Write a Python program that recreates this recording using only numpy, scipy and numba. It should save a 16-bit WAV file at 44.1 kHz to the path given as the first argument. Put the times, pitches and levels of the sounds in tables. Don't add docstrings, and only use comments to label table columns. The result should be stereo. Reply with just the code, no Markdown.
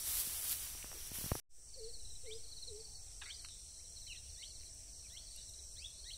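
import sys
import numpy as np
from scipy import signal
from scipy.fft import rfft, irfft
from scipy.io import wavfile
from scipy.ndimage import uniform_filter1d
from numba import njit

SR = 44100
rng = np.random.default_rng(int(sys.argv[2]) if len(sys.argv) > 2 else 0)


def volts_from_decibels(level):
    exponent = np.asarray(level, float) / 20
    return 10 ** exponent


def unload_audio(sound):
    columns = np.transpose(np.atleast_2d(sound))
    steps = np.round(np.clip(columns, -1, 1) * 32767)
    wavfile.write(sys.argv[1], SR, steps.astype(np.int16))


N = 272097

NOTE_STEP_S, NOTE_S, SHORT_NOTE_S = .051, .034, .022


def curve(table):
    s, *columns = np.transpose(table)
    return [np.interp(np.arange(N) / SR, s, c) for c in columns]


def unit(x):
    return x / np.sqrt(np.mean(x ** 2))


def pan(db):
    return volts_from_decibels(np.array([db / 2, -db / 2])).reshape(2, -1)


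@njit
def svf(x, hz, width):
    y, b, l = np.empty(len(x)), 0., 0.
    for i in range(len(x)):
        g, k = np.tan(np.pi * hz[i] / SR), width / hz[i]
        v = (b + g * (x[i] - l)) / (1 + g * (g + k))
        b, l, y[i] = 2 * v - b, l + 2 * g * v, k * v
    return y


def band(x, hz, width):
    hz = np.clip(hz * np.ones(len(x)), 10, .45 * SR)
    return svf(svf(x, hz, 1. * width), hz, 1. * width)


def band_noise(hz, width):
    return unit(band(rng.standard_normal(N), hz, width))


def walk(rate):
    k = int(SR / rate)
    steps = np.repeat(rng.standard_normal(N // 50), k)[:N]
    return unit(uniform_filter1d(uniform_filter1d(steps, k), k))


def coloured(x, shape):
    hz, db = np.transpose(shape)
    f = np.maximum(np.arange(N // 2 + 1) * SR / N, 1)
    return irfft(rfft(x) * volts_from_decibels(np.interp(np.log(f), np.log(hz), db)), N)


def add(out, s, x):
    i = int(s * SR)
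    out[:, i:i + x.shape[1]] += x[:, :N - i]


def brushing():
    # (loudest time [s], level [dB], swell [s], die-away [s])
    brushes = [(0.005, -50.5, .1, 0.036), (.09, -45.5, 0.07, 0.42), (.14, -51, .03, 0.045),
               (.21, -44, 0.065, 0.02), (.42, -53, 0.43, 0.16), (.65, -52, 0.12, 0.096),
               (0.521, -43.5, 0.063, 0.041), (.99, -59.5, 0.091, 0.44), (1.07, -60, .1, 0.045),
               (1.145, -51, 0.018, 0.37), (1.22, -55, 0.054, 0.27)]
    t, power = np.arange(N) / SR, 0
    for s, db, swell, fade in brushes:
        shape = np.exp(np.where(t < s, (t - s) / swell, (s - t) / fade))
        power = power + (volts_from_decibels(db) * shape) ** 2
    return 10 * np.log10(power + 1e-12)


def stalk_cracks(density=.2, spread=1.8):
    sizes = volts_from_decibels(spread * rng.exponential(size=(2, N)))
    return rng.standard_normal((2, N)) * (.5 + (rng.random((2, N)) < density) * sizes)


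def rustle(patchy_db=.7):
    # (frequency [Hz], level [dB])
    thin_stalks = [(1760, -55), (3000, -11), (4930, -7.5), (5670, -11.5), (6620, -10), (10200, -0.5),
                   (13400, -5), (16000, -7.5)]
    top_db = brushing()
    top = unit(coloured(stalk_cracks(), thin_stalks)) * volts_from_decibels(top_db + 6.0 + patchy_db * walk(39.9))
    thinnest = coloured(top, [(9000, -30), (13000, 0), (16000, 0)])
    brighter_per_db = 0.34
    top = top + (volts_from_decibels(brighter_per_db * np.minimum(top_db + 51, 5)) - 1) * thinnest
    stems = coloured(stalk_cracks(), [(200, -8.0), (700, -6.0), (1500, -3.5), (3000, -0.5), (6000, -3.5)])
    stems = unit(stems + 0.42 * stems[::-1])
    stems_db, follow = -58.5, 0.54
    stems_db = stems_db + follow * (top_db + 52.0) + 6.0 + patchy_db * walk(33)
    return top * pan(5.5) + stems * volts_from_decibels(stems_db)


def knocks():
    # (time [s], peak level [dB], ring [Hz], ring fall by 60 dB [s], tick level [dB])
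    pushes = [(0.273, -33, 200, 0.0096, -58), (0.751, -38.5, 302.7, 0.0071, -42),
              (0.845, -38.5, 191, 0.013, -33), (.917, -44, 490, 0.0054, -35.5),
              (1.117, -25, 150, 0.0075, -42), (1.186, -32.5, 150, 0.015, -39),
              (1.213, -27.5, 306, 0.0048, -46), (1.242, -27, 133, 0.019, -36),
              (1.262, -28, 130, 0.018, -39), (1.317, -44, 403, 0.0053, -24),
              (1.3187, -17, 78, 0.028, -18.5), (1.354, -20, 170, 0.0044, -25.5),
              (1.3564, -36.5, 122, 0.044, -31)]
    out, t = np.zeros((2, N)), np.arange(SR // 10) / SR
    far_port = np.array([[1], [volts_from_decibels(-23.5)]])
    for s, db, hz, t60, tick_db in pushes:
        ring = np.sin(2 * np.pi * hz * t) * 1000 ** (-t / t60)
        swing = -volts_from_decibels(db + 1.0) * ring * (1 - np.exp(-t / 0.00087))
        tick_s = .00013 + .001 * volts_from_decibels(db)
        tick = volts_from_decibels(tick_db) * np.exp(-((t - .0006) / tick_s) ** 2)
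        add(out, s - .001, (np.roll(swing, 30) + tick) * far_port)
    return out


def trill(phrases, length_s, fall=1):
    slowing, sag_hz_per_note, soft_start_db, warm_up_notes = .04, 24.7, -12, 0.55
    notes = []
    for first, last, db, hz, pan_db in phrases:
        k = np.arange(round((last - first) / NOTE_STEP_S) + 1)
        u = k / k[-1]
        s = first + (last - first) * (u - slowing * u * (1 - u))
        note_db = db + soft_start_db * np.exp(-k / warm_up_notes)
        same = 0 * k
        notes += zip(s, note_db, hz - sag_hz_per_note * k, pan_db + same, length_s + same, fall + same)
    return notes


def far_warblers(db=-68, count=150):
    when, loud, pitch, side = rng.random((count, 4)).T
    return np.transpose([1.7 + 4.4 * when, db + 4 * loud, 4000 + 450 * pitch, 12 * side - 6,
                         NOTE_S + 0 * when, 1 + 0 * when])


def warbler(fall_hz=26000, bend=200000.0):
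    # (first note [s], last note [s], level [dB], first pitch [Hz], left minus right [dB])
    full_phrases = [(1.697, 1.944, -47, 4480, -1), (2.17, 2.277, -58, 4250, -4),
                    (2.345, 2.497, -52, 4350, -5), (2.476, 2.683, -44.5, 4230, -1),
                    (2.763, 2.966, -47.5, 4335, -1), (2.97, 3.072, -59, 4020, -4),
                    (2.985, 3.035, -54, 4430, -3), (3.203, 3.451, -48.5, 4455, -11),
                    (3.924, 4.176, -48.5, 4195, -5.5), (4.252, 4.408, -52.5, 4370, -1),
                    (4.407, 4.661, -50.5, 4394, -16), (4.84, 4.997, -58.5, 4430, 2),
                    (4.985, 5.088, -57, 4300, 1), (5.229, 5.435, -47, 4210, 0.5),
                    (5.438, 5.595, -53, 4050, -2), (5.715, 5.766, -55, 4150, -4),
                    (5.86, 5.962, -53.5, 4210, 2), (5.895, 5.987, -52.5, 4140, -2),
                    (5.948, 6.134, -46, 4410, -1), (6.045, 6.139, -44, 4125, -5)]
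    high_phrases = [
        (2.755, 2.953, -49, 4600, -2),
        (5.217, 5.417, -50.5, 4610, 2),
    ]
    short_phrases = [(1.95, 2.16, -49.5, 4080, -3.5), (1.97, 2.128, -57, 4030, -6),
                     (2.787, 2.989, -53, 4360, -1), (3.565, 3.77, -56.5, 4290, -1),
                     (3.645, 3.85, -55.5, 4210, 4), (5.1, 5.2, -59, 4500, 2), (5.65, 5.75, -63, 4400, 0)]
    # (start [s], delay of the left port [ms])
    phrase_lag = [(1.7, 0.02), (1.98, 0.27), (2.37, 0.2), (2.46, 0.48), (2.78, 0.61), (3.24, 0.0),
                  (3.6, 0.5), (3.95, -0.23), (4.28, 0.05), (4.45, 0.29), (4.84, 0.25), (5.25, 0.39),
                  (5.47, 0.5), (5.9, 0.52)]
    starts, lags = np.transpose(phrase_lag)
    out = np.zeros((2, N))
    flutter = volts_from_decibels(1.6 * walk(160))
    notes = [*trill(full_phrases, NOTE_S), *trill(high_phrases, SHORT_NOTE_S, fall=0.55),
             *trill(short_phrases, SHORT_NOTE_S), *far_warblers()]
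    for s, db, hz, pan_db, length_s, fall in notes:
        lag = lags[max(np.searchsorted(starts, s) - 1, 0)] / 1000
        t = np.arange(-.025, .025, 1 / SR) - np.array([[lag], [0]])
        shape = np.cos(np.pi * np.clip(t / length_s, -.5, .5)) ** 1.08 * volts_from_decibels(60 * t)
        tone = np.sin(2 * np.pi * (hz * t - fall * fall_hz * t ** 2 / 2 - bend * t ** 3 / 3))
        add(out, s - .025, volts_from_decibels(db - 2.0 - abs(pan_db) / 4) * shape * tone * pan(pan_db))
    bank = volts_from_decibels(-13) * np.roll(out[::-1], int(.023 * SR), axis=1)
    return (out + bank) * flutter


def whistles(calls, edge_s, lag, flutter_db, smooth_s):
    out, flutter = np.zeros((2, N)), volts_from_decibels(flutter_db * walk(120))
    waver = 1 + .006 * flutter_db / 2 * walk(250)
    for call in calls:
        s, *columns = np.transpose(call)
        t = np.arange(s[0], s[-1], 1 / SR)
        here = slice(int(s[0] * SR), int(s[0] * SR) + len(t))
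        hz, db, octave_db, pan_db = (np.interp(t, s, c) for c in columns)
        edge = np.clip(np.minimum(t - s[0], s[-1] - t) / edge_s, 0, 1)
        hz = uniform_filter1d(hz, int(smooth_s * SR), mode="nearest") * waver[here]
        phase = np.cumsum(hz) * 2 * np.pi / SR + np.array([[0], [lag]])
        voice = volts_from_decibels(db + 9) * np.sin(phase) + volts_from_decibels(octave_db + 9.0) * np.sin(2 * phase)
        add(out, s[0], edge * flutter[here] * pan(pan_db) * voice)
    return out


def glides(table, pan_db):
    bend, swell_db = 1.4, -9.5
    return [[(s + u * length, hz + (to_hz - hz) * u ** bend, db + swell_db * max(1 - 2 * u, 0), -99, pan_db)
             for u in np.linspace(0, 1, num=7)] for s, length, hz, to_hz, db in table]


def two_part_whistles():
    # (time from the break [s], pitch [Hz], level [dB])
    low_part = [(-.062, 1690, -17), (-.047, 1900, -8), (-.03, 2050, -4), (-.01, 2185, 0), (0, 2330, 0)]
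    high_part = [(0, 2750, 5), (.006, 3050, 8), (.024, 3600, 9), (.03, 4450, 1), (.04, 4720, 3),
                 (.072, 4830, 1)]
    # (break [s], pitch ratio, level [dB], share of the high part sung, left minus right [dB])
    whistle_rows = [
        (2.309, 1.065, -63, .99, 9),
        (3.301, 1.025, -64.5, 0.99, 11),
        (4.427, 0.97, -67, 0.47, 9.5),
        (5.162, .96, -65, 0.46, 6),
        (6.104, 0.95, -66, 0.79, 9.5),
    ]
    calls = []
    for at, ratio, db, share, pan_db in whistle_rows:
        pure = ratio > 1
        octave_db = -5 if pure else 4
        low = []
        for s, hz, up in low_part:
            low_db = db + up - 1.5 * (not pure)
            if pure and s == low_part[0][0]:
                low_db -= 25
            low.append((at + s, ratio * hz, low_db, db + octave_db + up / 3, pan_db))
        calls.append(low)
        s, hz, up = np.transpose(high_part)
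        end = share * s[-1]
        haste = 1 if pure else .75
        calls.append([(at + haste * u, ratio * np.interp(u, s, hz), db + np.interp(u, s, up), -99, pan_db)
                      for u in np.append(s[s < end], end)])
    return calls


def songs():
    # (time [s], pitch [Hz], level [dB], octave level [dB], left minus right [dB])
    long_whistle = [(5.762, 1578, -77, -65, 2), (5.79, 2140, -82.5, -61.5, -15), (5.822, 2600, -60, -58, 3),
                    (5.8415, 2790, -61, -83, -2), (5.843, 3370, -54, -95, 4), (5.85, 3360, -44, -95, 2),
                    (5.854, 3410, -61, -93, 6), (5.859, 3510, -46, -95, 1), (5.878, 4080, -74, -97, -3)]
    # (time [s], length [s], from [Hz], to [Hz], level [dB])
    glides_left = [(2.247, 0.012, 1900, 3600, -70), (2.258, 0.0195, 3450, 4300, -70),
                   (3.245, 0.038, 3200, 4560, -69), (4.066, 0.015, 1946, 3220, -69),
                   (4.078, 0.054, 3140, 2454, -59), (4.11, .042, 3000, 2690, -65.5),
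                   (4.128, 0.046, 2100, 1850, -76.5), (4.15, 0.018, 3970, 3020, -63)]
    glides_ahead = [(3.772, 0.054, 1700, 2850, -78.5), (4.42, 0.064, 3600, 4650, -59.5),
                    (5.036, 0.033, 2640, 2290, -68), (5.15, 0.09, 4150, 4610, -65),
                    (5.352, 0.032, 2680, 2960, -65.5), (5.385, 0.027, 2900, 3000, -72),
                    (5.33, .02, 4150, 4530, -65), (5.395, .03, 3500, 3820, -67),
                    (5.373, 0.0263, 3600, 4120, -57), (5.81, .03, 3050, 3250, -70),
                    (6.13, 0.033, 4400, 4570, -66)]
    calls = [long_whistle, *glides(glides_left, 12), *glides(glides_ahead, 3), *two_part_whistles()]
    return whistles(calls, 0.0009, lag=2.08, flutter_db=2, smooth_s=0.0016)


def rattles():
    # (time [s], length [s], level [dB], pulse rate [1/s], die-away [s])
    parts = [
        (3.213, 0.035, -46, 410, 0.015),
        (3.251, 0.0676, -57, 300, 0.12),
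    ]
    # (from [Hz], to [Hz], width [Hz], level [dB])
    throats = [
        [(1900, 1200, 450, -1), (2650, 2340, 840, 0), (3700, 3350, 560, 1), (1060, 970, 380, -7)],
        [(1410, 1800, 370, -5), (2000, 2350, 520, 0), (3600, 4600, 900, -14)],
    ]
    jitter, breath = .15, 0.45
    out, t = np.zeros((2, N)), np.arange(SR // 10) / SR
    for (s, length, db, rate, fade), throat in zip(parts, throats):
        chance = rng.standard_normal((len(t), 4)).T
        phase = np.cumsum(rate * (1 + jitter * unit(uniform_filter1d(chance[0], size=130)))) / SR
        starts = np.diff(phase % 1, prepend=0) < 0
        pulses = unit(starts * volts_from_decibels(1.2 * chance[1])) + breath * chance[2:]
        shape = np.clip(np.minimum(t / 0.0074, (length - t) / 0.0055), 0, 1) * np.exp(-t / fade)
        voice = 0
        for hz, to_hz, width, up_db in throat:
            glide = hz + (to_hz - hz) * np.minimum(t / length, 1)
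            voice = voice + volts_from_decibels(up_db) * np.array([unit(band(row, glide, width)) for row in pulses])
        add(out, s, volts_from_decibels(db) * shape * voice * pan(8.5))
    return out


def coos():
    # (time [s], pitch [Hz], level [dB])
    coo = [
        (0, 449, -17),
        (0.019, 560, -9),
        (0.055, 441, -4),
        (0.098, 449, -5),
        (.135, 485, -7),
        (0.153, 477, -22),
    ]
    # (start [s], pitch ratio, level [dB], left minus right [dB])
    each_coo = [
        (1.756, 0.99, -53.5, -3),
        (2.233, 0.97, -54.5, -4),
        (2.669, .93, -55.5, -2.5),
    ]
    calls = []
    for at, ratio, db, pan_db in each_coo:
        calls.append([(at + s, ratio * hz, db + up, -99, pan_db) for s, hz, up in coo])
    return whistles(calls, 0.006, lag=0.93, flutter_db=0.6, smooth_s=.014)


def echoes(x):
    t = np.arange(SR // 2) / SR
    tail = 0
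    for db, t60 in (-10, 0.13), (-12, .75):
        part = rng.standard_normal((2, len(t))) * 1000 ** (-t / t60) * np.clip(t / 0.0021, 0, 1)
        tail = tail + part * volts_from_decibels(db) / np.sqrt(np.sum(part ** 2) / 2)
    return signal.fftconvolve(x, tail, axes=1)[:, :N]


def snaps():
    # (time [s], level [dB], centre [Hz], width [Hz], left minus right [dB])
    ticks = [(.443, -34, 11500, 5000, 5), (.468, -43.5, 3000, 3000, 5), (.481, -32, 13000, 4000, 2),
             (.495, -29, 8500, 4000, -3), (.512, -31, 12500, 4000, 5), (.519, -31, 12100, 6000, 5),
             (.527, -33.5, 3700, 4000, -1.5), (.528, -32, 12600, 4000, 5), (.621, -43, 12000, 4920, 3),
             (.66, -54, 1000, 900, 4), (0.776, -50, 2400, 1500, 6), (0.827, -44.5, 2620, 1800, 6),
             (.895, -56, 900, 900, 9), (0.928, -41, 955, 800, 5), (1.074, -48, 9900, 8040, 24),
             (1.156, -50, 1700, 1490, 12), (3.398, -47, 4000, 4000, 6), (3.421, -48, 10040, 5000, 10),
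             (3.448, -46.5, 2920, 4000, 14), (3.449, -50, 9000, 7000, 12), (3.458, -48, 3200, 1500, 6),
             (3.486, -43.5, 3560, 5000, 0), (4.61, -54.5, 2110, 1490, 10), (4.634, -54, 2800, 2000, 5),
             (5.132, -50, 12200, 5900, 9), (5.362, -45.5, 10700, 3020, 10), (5.495, -53, 11500, 5030, 12)]
    # (time [s], level [dB], centre [Hz], width
    # [Hz], decay [s])
    crunches = [(0.518, -46, 10230, 9000, 0.0078), (.931, -60.5, 390, 147.7, 0.062),
                (3.447, -50, 1290, 497, 0.0063), (3.491, -55, 3740, 704, 0.059),
                (4.147, -54.5, 2730, 610, 0.015), (5.362, -50, 4560, 600, 0.0057),
                (1.58, -72, 400, 100, .06), (3.22, -67, 398, 150, 0.028), (4.97, -71, 480, 100, .06),
                (5.58, -70, 390, 80, .07), (5.98, -71, 390, 80, 0.064)]
    out, t = np.zeros((2, N)), np.arange(SR // 5) / SR
    tick_decay_s, crunch_pan_db = 0.0015, 4
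    rows = [(*row[:-1], tick_decay_s, row[-1]) for row in ticks]
    rows += [(*row, crunch_pan_db) for row in crunches]
    for s, db, hz, width, decay, pan_db in rows:
        burst = np.array([unit(band(row, hz, width)) for row in rng.standard_normal((2, len(t)))])
        add(out, s, volts_from_decibels(db) * burst * np.exp(-t / decay) * pan(pan_db))
    return out


def strokes(rate, duty, wobble):
    phase = np.cumsum(rate * (1 + wobble * walk(6.6))) / SR + rng.random()
    return np.exp(-((phase % 1 - .5) / duty) ** 2)


def near_crickets(rough=.5):
    # (wing tone [Hz], stroke rate [1/s], level [dB], left minus right [dB])
    singers = [(5820, 110, 3.5, -14.5), (5530, 62, 6, -5.5), (5670, 110, 1.5, 6), (5735, 64, 6, 0),
               (5860, 105, 0.5, 5), (6360, 62, -3.5, 4), (6600, 61, -6.5, 3.5)]
    out = 0
    for hz, rate, db, side_db in singers:
        wing = np.cumsum(hz * (1 + .01 * walk(90))) * 2 * np.pi / SR
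        gate = strokes(rate, 0.2, .015) * volts_from_decibels(db + 2.0 * walk(5))
        ports = np.array([np.sin(wing + turn) + rough * band_noise(hz, 680.0)
                          for turn in 2 * np.pi * rng.random(2)])
        out = out + gate * ports * pan(side_db)
    return out


def bush_crickets():
    # (centre [Hz], width [Hz], stroke rate [1/s], level [dB])
    chorus = [(7840, 1330, 95, 1), (8500, 1060, 150, 0), (9000, 1100, 150, -4.5), (7450, 450, 120, -8.5),
              (10300, 1500, 130, -18.5)]
    out = 0
    for hz, width, rate, db in chorus:
        gate = volts_from_decibels(db + 1.1 * walk(8.7)) * (4.8 + strokes(rate, 0.35, 0.033))
        out = out + gate * np.array([band_noise(hz, width) for _ in range(2)])
    return out


def insects(far_db=-1.0):
    # (time [s], cricket level [dB], chorus level [dB],
    #  cricket left minus right [dB], chorus left minus right [dB])
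    insect_levels = [(0, -56.5, -54.5, -1, 0), (.5, -58.5, -57, 2.5, 2.5), (.8, -59, -59, 3.5, 2),
                     (1.1, -59, -64.5, 4, -1), (1.4, -57, -73, 5.5, -14), (1.5, -61, -60, 7.5, 6.5),
                     (2.5, -61, -59, 6.5, 5), (3.5, -60.5, -58.5, 9.5, 4.5), (4.5, -61, -59, 11, 3.5),
                     (5.3, -60, -59, 9.5, 3), (6.2, -61, -58.5, 10, 4.5)]
    cricket_db, chorus_db, cricket_pan_db, chorus_pan_db = curve(insect_levels)
    far = np.array([band_noise(5807, 1050.0) for _ in range(2)])
    crickets = unit(unit(near_crickets()) + volts_from_decibels(far_db) * far)
    crickets = crickets * volts_from_decibels(cricket_db + 3.5) * pan(cricket_pan_db)
    return crickets + unit(bush_crickets()) * volts_from_decibels(chorus_db + 3.5) * pan(chorus_pan_db)


def air():
    # (frequency [Hz], level [dB])
    wind = [(12, -34), (20, 4), (70, 0.5), (188, -26.5), (320, -23.5), (394, -22), (625, -26), (864, -34),
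            (1340, -33), (1470, -34.5), (3790, -25.5), (4250, -23.5), (5000, -48), (6500, -56),
            (11000, -120)]
    # (time [s], level [dB], half length [s])
    gusts = [(.85, 2, .1), (4.06, 2.5, .1), (1.898, 2, .08), (2.2, 2.5, .1), (3.9, 1.5, 0.055),
             (4.304, 2.5, .1), (5.068, 3, 0.047)]
    # (time [s], centre [Hz], level [dB])
    engine = [(1.5, 688, -82.5), (2.7, 743, -88), (2.85, 800, -79), (3.2, 694, -79), (3.6, 682, -86.5),
              (4.3, 643, -82.5), (5.0, 666, -80), (6.2, 602, -81.5)]
    out, (hz_at, db_at) = 0, np.transpose(wind)
    gust_db = sum(db * np.exp(-((np.arange(N) / SR - s) / half) ** 2) for s, db, half in gusts)
    for hz in 22 * 2 ** np.arange(0, 7.9, .4):
        mid, side = (band(rng.standard_normal(N), hz, hz / 2.14) for _ in range(2))
        db = np.interp(np.log(hz), np.log(hz_at), db_at) + 1.85 * walk(9.4) + gust_db * (hz < 130)
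        out = out + volts_from_decibels(db) * (mid + min(0.22 + hz / 1200, 1) * side * np.array([[1], [-1]]))
    hz, db = curve(engine)
    drone = band_noise(hz, 140.) * volts_from_decibels(db)
    hiss_shape = [(3000, -29.5), (5000, -2.0), (9500, 5.5), (11000, -1.0), (15000, -3.0)]
    hiss = unit(coloured(rng.standard_normal((2, N)), hiss_shape)) * volts_from_decibels(-71 + 8.0)
    buffets = volts_from_decibels(-62) * np.array([walk(22), 1.38 * walk(18)])
    return unit(out) * volts_from_decibels(-59.5 + 1.5) + buffets + drone + hiss


def scene():
    first_take = np.arange(N) / SR < 1.45
    birds, dove = warbler() + songs() + rattles(), coos()
    echo = echoes(birds + volts_from_decibels(1) * dove)
    return rustle() * first_take + knocks() + birds + dove + echo + snaps() + insects() + air()


def edit():
    cut_s, cut_fall_s, fade_in_s, fade_rise_s = 1.3995, 0.00024, 1.492, 0.14
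    first_take_db, second_take_db, gap_db = 2, 0.07, -87
    tail, tail_s = volts_from_decibels(-18), 0.0014
    t = np.arange(N) / SR
    after, cut = np.maximum(t - fade_in_s, 0), np.maximum(t - cut_s, 0)
    fade_out = (1 - tail) * np.exp(-cut / cut_fall_s) + tail * np.exp(-cut / tail_s)
    fade_in = 1 - np.exp(-after / fade_rise_s)
    gain = volts_from_decibels(first_take_db) * fade_out + volts_from_decibels(gap_db) + volts_from_decibels(second_take_db) * fade_in
    u = after / .5
    offset = .0094 * (1 - np.exp(-after / .032)) * np.exp(-after / .25) - .0102 * (u * np.exp(1 - u)) ** 2
    gap_offset = (cut > 0) * volts_from_decibels(-66) * np.exp(-cut / .13)
    return gain, offset * np.array([[0], [1]]) - gap_offset


def holes(x):
    # (frequency [Hz], share lost)
    calm_share = [(900, 0), (1300, .14), (2600, .15), (3450, .33), (4000, .02), (4900, .07), (5300, 0),
                  (9300, 0), (11000, .35), (15500, .55)]
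    busy_share = [(2000, 0), (3200, .1), (4300, .13), (5200, .11), (5600, 0), (6000, 0), (6600, .07),
                  (7500, 0)]
    hz, s, z = signal.stft(x, SR, nperseg=1024)
    power = np.sum(abs(z) ** 2, axis=0)[:512].reshape(128, 4, -1).mean(axis=1)
    power = uniform_filter1d(power, size=4, axis=1)
    power /= signal.medfilt2d(power, (1, 21)) + 1e-30
    power = np.sqrt(np.clip(power, .4, 9))
    power *= volts_from_decibels(10 * uniform_filter1d(rng.standard_normal(power.shape), size=6, axis=1))
    kept = np.ones(power.shape, bool)
    for table, when in (busy_share, s < 1.35), (calm_share, s > 1.6):
        share = np.interp(hz[2:512:4], *np.transpose(table))
        kept[:, when] = [row >= np.quantile(row, q) for row, q in zip(power[:, when], share)]
    z[:, :512] *= np.repeat(kept, 4, axis=0)
    return signal.istft(z, SR, nperseg=1024)[1][:, :N]


def band_limit(x):
    return signal.sosfilt(signal.butter(12, 16710, fs=SR, output="sos"), x)


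def record(dry):
    top_cut = signal.ellip(10, .2, 80, 15600, fs=SR, output="sos")
    phone = holes(signal.sosfilt(top_cut, dry))
    gain, offset = edit()
    return band_limit(phone * gain + offset)


dry = scene()
out = record(dry)
unload_audio(out)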